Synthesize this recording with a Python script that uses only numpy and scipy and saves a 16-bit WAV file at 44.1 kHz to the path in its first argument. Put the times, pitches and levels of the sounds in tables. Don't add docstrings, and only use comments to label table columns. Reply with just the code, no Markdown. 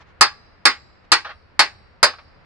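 import sys
import numpy as np
from scipy import signal
from scipy.fft import rfft, irfft, next_fast_len
from scipy.io import wavfile
from scipy.ndimage import map_coordinates

SR = 44100
rng = np.random.default_rng(int(sys.argv[2]) if len(sys.argv) > 2 else 0)


def dump_mix(stems):
    frames = np.atleast_2d(stems).T
    limited = np.clip(frames, -1, 1)
    pcm = np.round(limited * 32767).astype(np.int16)
    wavfile.write(sys.argv[1], SR, pcm)


N = 108045
T = np.arange(SR // 2) / SR

# (frequency [Hz], correlation)
ALIKE = [(60, 0.62), (300, 0.48), (700, .93), (1300, .92), (2700, 0.49), (5000, 0.27), (12000, .3)]

KNOCK_DB, CRACK_DB, STEEL_DB, LOG_DB, HAMMER_DB = -6.5, -7.5, -4, -13.5, -44.5
KNOCK_RISE_S, KNOCK_HOLD_S, CRACK_T60_S = .0004, .002, .078
HOLLOW_HZ, HOLLOW_OCT, RESONANCE_OCT = 580, .27, .2
PING_HZ, PING_OCT = 4935, .06
GRAIN_DB, GRAIN_HZ = 1.47, 119.5
STEEL_SPREAD_RAD, LOG_SPREAD_RAD = 1.1, .53
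STEEL_BLUR_RAD, LOG_BLUR_RAD, HAMMER_BLUR_RAD, BLUR_PER_S = .7, .58, .6, 100
MODE_SCATTER_DB = 1.2
STEEL_PAN_DB, LOG_PAN_DB = -2.5, .35
LEFT_LAG_S = .00007
WALL_S, WALL_DB = .012, -8
YARD_DB, STEEL_YARD_DB = -39, -37
TEAR_RISE_S, TEAR_T60_S, TEAR_TOP_HZ = .001, .11, 5400
AIR_DB, RUMBLE_SWAY_DB = -52, 2.5
CLIP_TOP, CLIP_KNEE = .86, 9
TOP_HZ, TOP_ORDER = 12700, 90


def amp(db):
    return 10 ** (np.asarray(db) / 20)


def unit(x):
    return x / np.sqrt(np.mean(x ** 2) + 1e-20)


def along(points, hz):
    f, v = np.transpose(points)
    return np.interp(np.log(hz + 1), np.log(f + 1), v)


def bell(hz, centre_hz, octaves):
    return np.exp(-.5 * (np.log2((hz + 1) / centre_hz) / octaves) ** 2)


def wobble(rate_per_s, size):
    knots = rng.standard_normal(1024)
    return map_coordinates(knots, [np.arange(size) * rate_per_s / SR], mode="wrap")


def filtered(x, response):
    n = x.shape[-1]
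    m = next_fast_len(n + 4096)
    hz = np.fft.rfftfreq(m, 1 / SR)
    return irfft(rfft(x, m) * response(hz), m)[..., :n]


def pan(db):
    return amp(np.array([[db], [-db]]) / 2)


def noise(spectrum, alike, size):
    def mid_side(hz):
        turn = np.arccos(np.clip(along(alike, hz), -.99, .99)) / 2
        return amp(along(spectrum, hz)) * np.array([np.cos(turn), np.sin(turn)])

    mid, side = filtered(rng.standard_normal((2, size)), mid_side)
    return unit(np.array([mid + side, mid - side]))


def decay(t60_s):
    return amp(-60 * T / t60_s)


def dying(x, t60s, hold_s):
    hz, t, z = signal.stft(x, SR, nperseg=256)
    fade = np.maximum(t - hold_s, 0) / along(t60s, hz)[:, None]
    return signal.istft(z * amp(-60 * fade), SR, nperseg=256)[1][:, :x.shape[1]]


def ring(modes, blur_rad, apart, spread_rad):
    out = np.zeros((2, len(T)))
    for hz, db, t60_s in modes:
        shared, left, right = (wobble(BLUR_PER_S, len(T)) for _ in range(3))
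        phase = 2 * np.pi * (hz * T + rng.random())
        phase = phase + spread_rad * rng.standard_normal((2, 1))
        phase = phase + blur_rad * (shared + apart * np.array([left, right]))
        gain = amp(db + MODE_SCATTER_DB * rng.standard_normal())
        out += gain * decay(t60_s) * np.sin(phase)
    return out


def add(track, s, sound):
    part = track[:, max(round(s * SR), 0):][:, :sound.shape[1]]
    part += sound[:, :part.shape[1]]


def outdoors(sway_db=1, rumble_hz=80, rumble_db=-58):
    # (frequency [Hz], relative density [dB per Hz])
    air_spectrum = [(15, -36), (25, -4.5), (48, -7.5), (80, -3.5), (141, -10), (178, -10.5), (256, -16),
                    (513, -15.5), (800, -18.5), (1300, -18), (2000, -21), (2700, -27), (3300, -34.5),
                    (4600, -35), (6000, -51), (12000, -69.5), (16000, -105)]
    # (frequency [Hz], correlation)
    air_alike = [(50, .6), (300, 0.1), (1000, 0.27), (3000, .1), (8000, 0.26)]
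    air = amp(AIR_DB + sway_db * wobble(4.2, N)) * noise(air_spectrum, air_alike, N)
    rumble = unit(filtered(noise(air_spectrum, air_alike, N), lambda hz: bell(hz, rumble_hz, .2)))
    return air + amp(rumble_db + RUMBLE_SWAY_DB * wobble(6, N)) * rumble


def scuffs():
    # (centre time [s], level [dB], Gaussian sigma [s])
    swells = [(0.016, -47, 0.011), (0.092, -57, 0.021), (0.957, -62.5, 0.006), (1.05, -55.5, 0.0047)]
    # (frequency [Hz], relative density [dB per Hz])
    rustle = [(200, -9), (600, -5), (1600, -5), (4200, -17), (6000, -22), (10000, -53)]
    t = np.arange(N) / SR
    level = sum(amp(db) * np.exp(-.5 * ((t - s) / sigma_s) ** 2) for s, db, sigma_s in swells)
    return noise(rustle, ALIKE, N) * level


def crack():
    # (frequency [Hz], relative density [dB per Hz])
    crack_spectrum = [(100, -21), (600, -11.5), (1400, 6.5), (3000, -3), (5000, 2), (8500, -0.5),
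                      (11000, -13), (13000, -22.5)]
    return noise(crack_spectrum, ALIKE, len(T)) * decay(CRACK_T60_S)


def grain(x):
    knots = rng.standard_normal(512)
    return unit(filtered(x, lambda hz: amp(GRAIN_DB * map_coordinates(knots, [hz / GRAIN_HZ], mode="wrap"))))


def log_thud():
    # (frequency [Hz], relative density [dB per Hz])
    knock_spectrum = [(30, -18), (120, -22.5), (220, -14), (350, -10), (650, -9), (1100, 0), (2000, -0.5),
                      (2600, -6.5), (3200, -11), (4100, -6), (5200, -13), (6300, -27), (9000, -31.5),
                      (12500, -37)]
    # (frequency [Hz], t60 [s])
    scatter_t60 = [(100, 0.099), (400, 0.17), (1200, 0.14), (2500, 0.18), (4500, .15), (7000, 0.21),
                   (12000, .07)]
    return dying(grain(noise(knock_spectrum, ALIKE, len(T))), scatter_t60, KNOCK_HOLD_S)


def log_tones():
    # (frequency [Hz], relative level [dB], t60 [s])
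    log_modes = [(718, -8, 0.067), (822, -11.5, 0.24), (897, -6.5, .16), (1042, -7, .14), (1099, -7.5, .13),
                 (1146, -15.5, .28), (1185, -8, 0.091), (1247.3, .5, 0.13), (1406, -8, .11),
                 (1546, -4, 0.18), (1654, -7, 0.19), (1723, -2, .12), (1860, -6.5, .13), (1980, -7.5, .14),
                 (2187, -5, .12), (2625, -10, .15)]
    return ring(log_modes, LOG_BLUR_RAD, apart=.4, spread_rad=LOG_SPREAD_RAD)


def steel_heads(ping_db):
    # (frequency [Hz], relative level [dB], t60 [s])
    steel_modes = [(3727, -20, .18), (3880, -8.5, 0.088), (4350, -12, 0.15), (4400, -4, 0.14),
                   (4464, -8, .15), (4930, -5.5, 0.16), (4981, -5, 0.085), (5530, -17.5, 0.13),
                   (6180, -29, .15), (6870, -32.5, .15), (7610, -28.5, 0.13), (8140, -30, 0.17),
                   (8750, -29, 0.13), (9200, -25.5, 0.1)]
    steel = ring(steel_modes, STEEL_BLUR_RAD, apart=.8, spread_rad=STEEL_SPREAD_RAD)
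    return filtered(steel, lambda hz: amp(ping_db * bell(hz, PING_HZ, PING_OCT)))


def hammer_head():
    # (frequency [Hz], relative level [dB], t60 [s])
    hammer_modes = [(3960, -7, 0.79), (3987, -8, 0.71), (4538, -5.5, 0.89), (4914, -0.5, 0.43),
                    (5464, -11.5, 0.95), (6180, -24, .55), (6877, -21.5, 0.26), (7585, -15, 0.67),
                    (9070, -17.5, 0.59)]
    return ring(hammer_modes, HAMMER_BLUR_RAD, apart=.71, spread_rad=STEEL_SPREAD_RAD)


def blows():
    # (time [s], level [dB], steel gain [dB], ping gain [dB], crack gain [dB],
    #         hollow low-knock gain [dB], log resonance [Hz], resonance gain [dB])
    hits = [(0.2097, 0, 0, 4, 2, -2, 1150, 5.5), (0.6539, 0, -0.5, 1, -1.5, -4.5, 1800, 1),
            (1.1179, 0, -0.5, -0.5, -1, -6.5, 987, 3.5), (1.5926, 0, -0.5, -3.5, -3.5, 1.5, 1396, -0.5),
            (2.029, -2, 0.5, 2, 3.5, 9.5, 1169, 5)]
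    knocks, rings = np.zeros((2, 2, N))
    rise = 1 - np.exp(-T / KNOCK_RISE_S)
    for s, db, steel_db, ping_db, crack_db, hollow_db, log_hz, boost_db in hits:
        def colour(hz):
            hollow = hollow_db * bell(hz, HOLLOW_HZ, HOLLOW_OCT)
            return amp(hollow + boost_db * bell(hz, log_hz, RESONANCE_OCT))

        snap = amp(CRACK_DB + crack_db) * crack()
        log = np.array([amp(KNOCK_DB) * log_thud(), amp(LOG_DB) * log_tones()])
        thud, tones = filtered(log, colour) * pan(LOG_PAN_DB)
        add(knocks, s, amp(db) * rise * (snap + thud + tones))
        add(knocks, s + WALL_S, amp(db + WALL_DB) * rise * (snap + thud))
        steel = steel_heads(ping_db) * pan(STEEL_PAN_DB)
        add(rings, s, amp(db + STEEL_DB + steel_db) * rise * steel)
        add(rings, s, amp(db + HAMMER_DB) * rise * hammer_head())
    return knocks, rings


def yard(x):
    # (frequency [Hz], t60 [s])
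    yard_t60 = [(200, .6), (1500, .75), (4700, 1), (8000, .45), (12000, .25)]
    # (frequency [Hz], gain [dB])
    yard_colour = [(200, 0), (2000, -0.5), (3000, -6.5), (5000, -2.5), (7000, -10), (10000, -17.5)]
    tail = dying(rng.standard_normal((2, len(T))), yard_t60, 0)
    tail = filtered(tail / np.linalg.norm(tail[0]), lambda hz: amp(along(yard_colour, hz)))
    return signal.fftconvolve(x, tail, axes=1)[:, :N]


def splinters(snaps_per_s=1100):
    # (time [s], relative level [dB], cluster length [s])
    clusters = [(1.2465, -25.5, .012), (1.261, -30.5, .015), (1.2905, -31, .006), (1.2995, -35.5, .005),
                (1.307, -34.5, .003), (2.134, -38.5, .005), (2.185, -38.5, .006)]
    # (frequency [Hz], relative density [dB per Hz])
    tear_spectrum = [(100, -34.5), (450, -15), (680, 1.5), (900, -0.5), (1250, 3), (2000, -2), (3000, -9.5),
                     (4200, -10.5), (6000, -21), (10000, -54)]
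    out = np.zeros((2, N))
    for s, db, length_s in clusters:
        chance, sizes = rng.random(len(T)), rng.standard_normal(len(T))
        snaps = sizes * (chance < snaps_per_s / SR) * (T < length_s)
        snaps[0] = 2
        snaps /= np.linalg.norm(snaps)
        body = noise(tear_spectrum, ALIKE, len(T)) * decay(TEAR_T60_S)
        body *= 1 - np.exp(-T / TEAR_RISE_S)
        add(out, s, amp(db) * signal.fftconvolve(body, snaps[None], axes=1))
    return filtered(out, lambda hz: 1 / np.sqrt(1 + (hz / TEAR_TOP_HZ) ** 8))


def scene():
    knocks, rings = blows()
    wood = knocks + splinters()
    sides = np.array([[-1], [1]])
    near = filtered(wood + rings, lambda hz: np.exp(1j * np.pi * hz * LEFT_LAG_S * sides))
    late = yard(amp(YARD_DB) * wood + amp(STEEL_YARD_DB) * rings)
    return near + late + scuffs() + outdoors()


def record(dry):
    # (frequency [Hz], gain [dB])
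    mic = [(20, -2), (8000, 0), (10500, 0.5), (12000, -5.5), (13000, -12.5)]
    clipped = dry / (1 + np.abs(dry / CLIP_TOP) ** CLIP_KNEE) ** (1 / CLIP_KNEE)
    return filtered(clipped, lambda hz: amp(along(mic, hz)) / (1 + (hz / TOP_HZ) ** TOP_ORDER))


dry = scene()
out = record(dry)
dump_mix(out)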